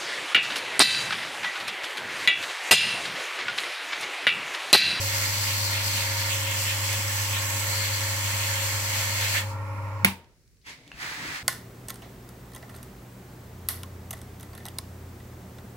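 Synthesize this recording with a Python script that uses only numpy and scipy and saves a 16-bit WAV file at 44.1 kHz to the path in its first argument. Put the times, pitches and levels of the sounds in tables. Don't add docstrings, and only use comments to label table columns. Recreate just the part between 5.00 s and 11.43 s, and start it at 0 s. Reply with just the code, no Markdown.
import sys
import numpy as np
from scipy import signal
from scipy.fft import rfft, irfft, next_fast_len
from scipy.io import wavfile
from scipy.ndimage import uniform_filter1d, map_coordinates

SR = 44100
rng = np.random.default_rng(int(sys.argv[2]) if len(sys.argv) > 2 else 0)


def attenuation_scalar(level_db):
    decades = np.asarray(level_db, float) / 20
    return 10 ** decades


def file_out(sig):
    cols = np.atleast_2d(sig).T
    lim = np.clip(cols, -1, 1)
    pcm = np.round(lim * 32767).astype(np.int16)
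    wavfile.write(sys.argv[1], SR, pcm)


N = 283541
T = np.arange(N) / SR
ROOM_T60_S = .23
CUP_S, UNCUP_S, GRIP_S = 1.28, 2.67, .05

# low_hz, high_hz, even_pressure_level_db, bite_slope (dB per dB), catch_slope (dB per dB)
RUB_LAYERS = [(130, 410, -52.5, .1, 1.13), (402, 1440, -46, 0.52, 1.16), (1224, 2366, -40.5, .5, 1),
              (2312, 3910, -40.5, 1.03, 0.3743), (3940, 18300, -29, 0.13, 0.22)]
# frequency_hz, width_hz, gain_db
PART_MODES = [(1795, 60, 1), (2120, 120, -8), (1420, 100, -14), (7600, 500, -10)]
# time_s, shading (0-1)
RIGHT_SHADING = [(0, 0), (.6, 0.5), (1.5, 0.6), (2.7, 0.7), (3.3, 0.5), (4.4, 0.3)]
# frequency_hz, gain_db
RUB_LEFT_RESPONSE = [(700, -7.5), (1200, -8.5), (1700, -5), (2600, -0.7), (3200, 2.5), (3800, 0.5),
                     (4400, -0.8), (5500, -2.5), (6000, -7), (7800, -6), (8600, -23), (10000, -15.5),
                     (12500, -15), (15800, -17)]
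RUB_RIGHT_RESPONSE = [(700, -16), (1200, -10), (2200, 6.5), (3000, -3.5), (3700, -1.5), (4200, 2),
                      (5000, -9.5), (6500, -4), (7800, -6.5), (9200, -9), (10500, -8.5), (11700, -14.5),
                      (13600, -4.5), (15800, -16.5)]


def rubbing():
    bite_db, catch_db, lift_db, gate = contact()
    grit = rng.standard_normal(N) * attenuation_scalar(1.85 * walk(900))
    near = far = 0
    for lo_hz, hi_hz, even_db, bite_slope, catch_slope in RUB_LAYERS:
        flicker_db = 0.81 * walk(24.945)
        db = even_db + bite_slope * bite_db + catch_slope * catch_db + lift_db + flicker_db
        if lo_hz > 2000:
            db = db + 1.5 * np.exp(-T / 0.58)
        gain = gate * attenuation_scalar(db) * np.sqrt(SR / 2 / (hi_hz - lo_hz))
        near = near + band(gain * grit, lo_hz, hi_hz)
        far = far + band(haze(gain), lo_hz, hi_hz)
    near = near + 0.22 * bite_db * resonance(near, 2525, 200)

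    left = near + .5 * late(near, 1.368 + 0.028 * walk(1.64))
    left = left + 0.043 * late(near, 0.657 + 0.069 * walk(1.5))
    right = late(near, 0.377) + .5 * late(near, 1.121 + 0.041 * walk(2.09))
    right = right + 0.43 * late(near, 0.5255 + 0.0027 * walk(1.5))
    both = 0.57 * np.array([left, right]) + .5 * far + 0.62 * room(near)
    modes = sum(attenuation_scalar(db) * resonance(both, hz, width) for hz, width, db in PART_MODES)
    left, right = both + modes

    dip = np.clip(.35 + .4 * step(CUP_S, GRIP_S) + .25 * walk(2.5), 0, .97)
    left = left - dip * band(left, 3630, 3765, order=1)
    right = right - dip * band(right, 3630, 3765, order=1)

    ring_db, echo_ms, share = hand()
    left = colour(left, RUB_LEFT_RESPONSE)
    finger_echo = late(band(left, 1700, 13000, order=1), echo_ms - .02)
    left = (left + share * finger_echo) / np.sqrt(1 + share ** 2)
    left = left + (attenuation_scalar(ring_db) - .6) * resonance(left, 4400, 330)

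    shade = np.clip(curve(RIGHT_SHADING), 0, .95)
    right = right - shade * band(right, 4500, 5300, order=1)
    return attenuation_scalar(6.0) * np.array([left, colour(right, RUB_RIGHT_RESPONSE)])


# centre_s, swell_db, length_s
BITE_SWELLS = [(.13, 3.5, .14), (0.495, 3, 0.14), (.75, 4, .1), (.99, 3, 0.13), (1.197, 2.5, 0.12),
               (1.31, 4, 0.045), (1.474, 4, 0.082), (1.69, 5, 0.076), (1.926, 4, 0.076), (2.352, 6, 0.062),
               (2.847, 2.5, 0.12), (3.443, 3, 0.3), (3.98, 3.5, 0.16), (4.25, 5, 0.22), (4.37, 5.5, .04)]
# centre_s, swell_db, length_s
EDGE_CATCHES = [
    (.23, 5, .04),
    (.72, 4, .035),
    (.955, 2.5, .04),
    (3.97, 1, .08),
    (4.22, 3.5, .06),
    (4.349, 10.5, .02),
    (4.37, 4.5, .02),
]


def contact():
    lift_s, lift_db_per_s, graze_db, clear_s = 4.38, 420, -17, 4.52
    lift_db = np.maximum(-lift_db_per_s * np.maximum(T - lift_s, 0), graze_db)
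    return bumps(BITE_SWELLS), bumps(EDGE_CATCHES), lift_db, 1 - step(clear_s, 0.0091)


# centre_s, slide_s, echo_delay_change_ms, echo_share, fading_s
FINGER_MOVES = [
    (1.32, 0.041, .16, 0.18, .12),
    (2.4, 0.057, -.28, 0.21, 0.79),
]
# centre_s, swell_db, length_s
GRIP_SHIFTS = [
    (2.85, 5.5, 0.4),
    (4.28, 1.5, 0.25),
]


def hand():
    open_db, cupped_db = 8, 2.5
    cupped = step(CUP_S, GRIP_S) - step(UNCUP_S, GRIP_S)
    echo_ms = .2 + 0.018 * T
    share = 0.17
    for s, slide_s, change_ms, extra, fading_s in FINGER_MOVES:
        echo_ms = echo_ms + change_ms * step(s, slide_s)
        share = share + extra * step(s - 2 * slide_s, GRIP_S) * np.exp(-np.maximum(T - s, 0) / fading_s)
    ring_db = open_db + (cupped_db - open_db) * cupped + bumps(GRIP_SHIFTS) + 0.6 * walk(6.66)
    return ring_db, echo_ms, share


TONE_ORDERS = [(2, 0, 0), (2, 0, 2), (2, 0, 3), (2, 0, 4), (2, 0, 5), (2, 1, 0), (4, 1, 0), (6, 0, 0),
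               (8, 0, 0), (10, 0, 0), (12, 0, 0), (18, 0, 0), (20, 0, 0), (-2, 22, 0), (0, 22, 0),
               (0, 22, 2), (2, 22, 0), (6, 22, 0), (8, 22, 0), (0, 23, 0), (10, 1, 0), (18, 1, 0),
               (20, 1, 0), (0, 44, 0), (-6, 66, 0), (-4, 66, 0), (0, 0, 15.22), (2, 0, -1), (2, 0, -2)]
TONE_LEVELS = [-32, -57.5, -51.5, -58.5, -58.5, -60.5, -69, -55.5, -67, -68, -61.5, -64, -64, -61.5, -48,
               -60, -58.5, -58, -54, -56, -62, -53, -64, -53, -63.5, -61, -58.5, -67.5, -66]
# time_s, level_db
HUM_LEVEL = [
    (0.0, -29),
    (0.1, -32.5),
    (3.2, -31.5),
    (5.0, -32.5),
]
# frequency_hz, gain_db
GEAR_COLOUR = [(25, -23.5), (65, -19.5), (110, -6.5), (160, -24), (260, -33), (360, -31.5), (560, -19.5),
               (700, -24), (1050, -9.5), (1600, -24), (2300, -20.5), (3300, -38.5), (8000, -40),
               (9200, -53.5)]
# frequency_hz, width_hz, level_db
GEAR_MODES = [(218, 120, -62), (904, 160, -53.5), (1366, 90, -55), (1850, 80, -62), (5370, 900, -77.5),
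              (10900, 3600, -69), (14000, 500, -75.5), (13800, 3500, -72)]


def motor():
    mains_hz, shaft_hz, roller_hz = 50., 24.66, 4.17
    stop_s, coast_s, hum_t60_s, whine_t60_s = 5.048, .9, .4, .14
    after = np.maximum(T - stop_s, 0)
    turns = np.cumsum(np.exp(-after / coast_s)) / SR
    hum_db = curve(HUM_LEVEL)
    throb = 1 + .85 * np.cos(2 * np.pi * 8.66 * (T - .024) + .6 * walk(2.5))
    fade = attenuation_scalar(-60 * after / whine_t60_s)
    tones = np.sqrt(2) * attenuation_scalar(-60.5) * throb * fade * np.sin(2 * np.pi * 4 * mains_hz * T)
    port_lag = np.array([[0], [-.035]])
    starts = rng.random(len(TONE_ORDERS))
    for (mains, shaft, roller), db, start in zip(TONE_ORDERS, TONE_LEVELS, starts):
        hz = mains * mains_hz + shaft * shaft_hz + roller * roller_hz
        dying = attenuation_scalar(-60 * after / hum_t60_s) if hz < 150 else fade
        sway = attenuation_scalar(min(hz / 300, 2.2) * walk(6))
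        wave = np.sin(2 * np.pi * (hz * turns + start + port_lag))
        tones = tones + np.sqrt(2) * attenuation_scalar(db) * sway * dying * wave
    tones = tones * attenuation_scalar(hum_db - np.mean(hum_db))

    noise = pair()
    gears = level(colour(noise, GEAR_COLOUR), -42)
    for hz, width, db in GEAR_MODES:
        load = throb ** 0.85 * attenuation_scalar(2.5 * walk(9)) if hz < 300 else attenuation_scalar(1.4 * walk(14))
        gears = gears + level(band(noise, hz - width / 2, hz + width / 2), db) * load
    return tones * attenuation_scalar([[.4], [-.4]]) + ports(gears) * attenuation_scalar(-60 * after / ROOM_T60_S)


# centre_s, level_db, push_ms
CONTACTOR_HITS = [
    (5.0328, -26.5, 3.),
    (5.0459, -18.5, 0.065),
    (5.0466, -3, 0.042),
    (5.048, -2, 0.064),
    (5.0486, -9.5, 0.042),
    (5.0507, -9, 0.055),
    (5.0515, -17.5, 0.11),
]
# frequency_hz, level_db, t60_s
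BOX_MODES = [(192.5, -2, 0.21), (219, -9.5, 0.11), (560, -16.5, 0.034), (890, -16, .05),
             (1510, -17.5, .025), (1740, -9, 0.0073), (2240, 7.5, 0.012), (2330, 1, 0.022),
             (2990, -6, 0.014), (4100, -14, 0.0066), (5800, -8, 0.0096), (8940, -10.5, .008),
             (10540, -4, 0.0067)]
# frequency_hz, gain_db
SNAP_ECHO_COLOUR = [(150, 0), (300, -3), (600, -13.5), (900, 2), (1250, -7), (2300, 1.5), (4000, -8.5),
                    (7000, -14.5), (9000, -12), (15800, -17.5)]


def contactor():
    push = np.zeros(N)
    crack = np.zeros(N)
    for s, db, ms in CONTACTOR_HITS:
        u = (T - s) * 1000 / ms
        pulse = np.where(abs(u) < 1, 1 + np.cos(np.pi * np.clip(u, -1, 1)), 0)
        push += attenuation_scalar(db) * pulse / (ms * SR / 1000) ** .5
        crack += attenuation_scalar(db) * (u > 0) * np.exp(-np.maximum(T - s, 0) / 0.00059) * np.exp(-ms / 0.12)
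    box = sum(attenuation_scalar(db) * ring(push, hz, t60) for hz, db, t60 in BOX_MODES)
    snap = crack * band(rng.standard_normal(N), 2700, 16000)
    direct = attenuation_scalar(-21.5) * band(box, 180, 14000) + snap

    answer = late(crack, 1.8)
    tail = attenuation_scalar(6) * colour(haze(answer), SNAP_ECHO_COLOUR)
    tail = tail + attenuation_scalar(-4.0) * band(haze(answer, t60=0.67), 100, 600)
    tail = tail + attenuation_scalar(6) * band(haze(answer, t60=0.4), 870, 960)
    tail = tail + attenuation_scalar(-11.5) * band(haze(answer, t60=0.58), 700, 3000)
    return ports(np.array([direct, late(direct, .2)]) + tail)


# start_s, attack_s, hold_s, level_db, release_db_per_s
PAPER_STROKES = [
    (5.646, 0.023, 0.025, -43.5, 280),
    (5.939, 0.08, 0.34, -38, 180),
]
# frequency_hz, gain_db
BRUSHED_PAPER = [(290, -67), (500, -30.5), (569, -20.5), (917, -18.5), (972, -13.5), (1420, -18),
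                 (2150, -5.5), (2450, -12), (5830, -19), (15800, -39)]
# frequency_hz, gain_db
SLID_PAPER = [(290, -37), (500, -15.5), (595, -18), (817, -10), (891, -7.5), (931, -8.5), (1420, -4),
              (1920, 0.5), (3090, -10.5), (4240, -11), (8250, -18), (11500, -27.5), (15800, -25.5)]
# frequency_hz, gain_db
BENCH_RUMBLE = [(18, -48), (30, -18), (150, -4.5), (244, -14.5), (289, -5.5), (326, -12), (700, -18.5),
                (910, -20), (1540, -120)]
# centre_s, swell_db, length_s
BENCH_PRESSES = [
    (6.26, 6, 0.083),
    (6.08, -1, .14),
]
# start_s, level_db, low_hz, high_hz, t60_s
SMALL_TICKS = [
    (5.2444, -59, 2000, 6000, .02),
    (5.4774, -59, 3000, 8000, .015),
    (5.5694, -64, 1500, 6000, .015),
    (5.615, -66, 3000, 5500, .12),
    (5.8775, -42, 2500, 7000, .012),
    (5.9168, -34.5, 1400, 3200, .014),
    (5.918, -45, 2520, 2720, .16),
    (5.9415, -41, 40, 140, .13),
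    (5.672, -55, 920, 1050, .15),
]


def paper():
    out = 0
    for row, tint in zip(PAPER_STROKES, (BRUSHED_PAPER, SLID_PAPER)):
        start_s, attack_s = row[:2]
        effort = stroke(*row)
        grit = rng.standard_normal(N) * attenuation_scalar(1.3 * walk(600) + 1.5 * walk(40))
        gain = effort / np.std(colour(grit, tint))
        near = gain * grit
        out = out + colour(0.83 * np.array([near, late(near, .3)]) + 1.39 * haze(gain), tint)
        pole = np.exp(-1 / (0.029 * SR))
        bench = signal.lfilter([1 - pole], [1, -pole], effort * attenuation_scalar(-16))
        bench = bench + attenuation_scalar(-58) * step(start_s + attack_s, .02)
        out = out + bench * attenuation_scalar(bumps(BENCH_PRESSES) + 2.2 * walk(25)) * level(colour(pair(), BENCH_RUMBLE), 0)
    ticks = np.zeros((2, N))
    noise = rng.standard_normal(N)
    for s, db, lo_hz, hi_hz, t60 in SMALL_TICKS:
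        decay = (T > s) * attenuation_scalar(db - 60 * np.maximum(T - s, 0) / t60)
        ticks += decay * level(band(noise, lo_hz, hi_hz), -2.5) * attenuation_scalar([[1], [-1]])
    return ports(out + ticks + attenuation_scalar(-9) * room(ticks[0]))


def stroke(start, attack, hold, db, release_db):
    held = np.clip((T - start - attack) / hold, 0, 1)
    rise_db = -20 * np.clip(1 - (T - start) / attack, 0, 3)
    sag_db = 2.5 * np.sin(np.pi * held)
    rustle_db = -19
    fall_db = np.maximum(-release_db * np.maximum(T - start - attack - hold, 0), rustle_db)
    return attenuation_scalar(db + rise_db - sag_db + fall_db) * (T > start - 2 * attack)


# frequency_hz, gain_db
AIR_COLOUR = [(15, -38.5), (30, -20), (113, 3.5), (307, -14.5), (403, -11), (769, -32.5), (1430, -26),
              (2030, -21.5), (3130, -29), (5090, -22), (15800, -33)]


def workshop_air():
    air = level(colour(pair(), AIR_COLOUR), -62) * attenuation_scalar(-1.5 + 1.2 * walk(4.3))
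    return air + level(band(rng.standard_normal((2, N)), 35, 70), -64)


def room(x):
    noise = pair()
    bass = 0.65 * band(noise, 40, 1200) * attenuation_scalar(-60 * T / .4)
    tail = noise * attenuation_scalar(-60 * T / ROOM_T60_S) + bass
    tail = (tail * np.clip((T - .002) / 0.0039, 0, 1))[:, :SR]
    return signal.fftconvolve(x[None], tail / np.sqrt(np.sum(tail ** 2) / 2), axes=1)[:, :N]


def haze(gain, t60=ROOM_T60_S):
    pole = np.exp(-2 * np.log(1000) / (t60 * SR))
    return pair() * np.sqrt(signal.lfilter([1 - pole], [1, -pole], gain ** 2))


def pair():
    alike_hz = 1150
    shared, left, right = rng.standard_normal((3, N))
    return band(shared, 15, alike_hz) + band(np.array([left, right]), alike_hz, .44 * SR)


# frequency_hz, left_minus_right_db
PORT_DIFFERENCE = [(300, 3), (700, 3.5), (1290, -2), (2380, -5.5), (4400, 9), (8120, -5), (15000, -6.5)]


def ports(x):
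    left = colour(x[0], PORT_DIFFERENCE, share=1 / 2)
    right = colour(x[1], PORT_DIFFERENCE, share=-1 / 2)
    return np.array([left, right])


def ring(x, hz, t60):
    pole = np.exp(2j * np.pi * hz / SR - np.log(1000) / (t60 * SR))
    return signal.lfilter([1], [1, -pole], x).imag


def resonance(x, hz, width):
    return band(x, hz - width / 2, hz + width / 2, order=1)


def late(x, ms):
    if np.ndim(ms) == 0:
        return np.roll(x, int(ms * SR / 1000))
    return map_coordinates(x, [np.arange(N) - ms * SR / 1000], order=3)


def walk(rate):
    k = int(SR / rate)
    held = np.repeat(rng.standard_normal(N // k + 1), k)
    return 1.44 * uniform_filter1d(uniform_filter1d(held, k), k)[:N]


def bumps(rows):
    return sum(db * np.exp(-((T - s) / (length / 2)) ** 2) for s, db, length in rows)


def step(s, slew_s):
    return (1 + np.tanh((T - s) / slew_s)) / 2


def curve(table):
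    s, value = np.transpose(table)
    return np.interp(T, s, value)


def level(x, db):
    return x * attenuation_scalar(db) / np.sqrt(np.mean(x ** 2))


def colour(x, points, share=1):
    size = next_fast_len(N)
    hz, db = np.transpose(points)
    bins_hz = np.arange(size // 2 + 1) * SR / size
    gain = attenuation_scalar(share * np.interp(np.log(bins_hz + 1), np.log(hz), db))
    return irfft(rfft(x, size) * gain, size)[..., :N]


def band(x, lo_hz, hi_hz, order=2):
    sos = signal.butter(order, [lo_hz, min(hi_hz, .45 * SR)], "band", fs=SR, output="sos")
    return signal.sosfilt(sos, x)


def scene():
    return rubbing() + motor() + contactor() + paper() + workshop_air()


def roll_off(x):
    return signal.sosfilt(signal.butter(12, 16710, fs=SR, output="sos"), x)


# frequency_hz, gain_db
FINAL_TONE = [(20, -1), (12500, 1), (13800, -1), (15800, 5)]


def record(dry):
    top_cut = signal.ellip(10, .2, 60, 15800, fs=SR, output="sos")
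    heard = signal.sosfilt(top_cut, colour(dry, FINAL_TONE))
    return roll_off(np.clip(heard, -1, 1))


dry = scene()
out = record(dry)
file_out(out)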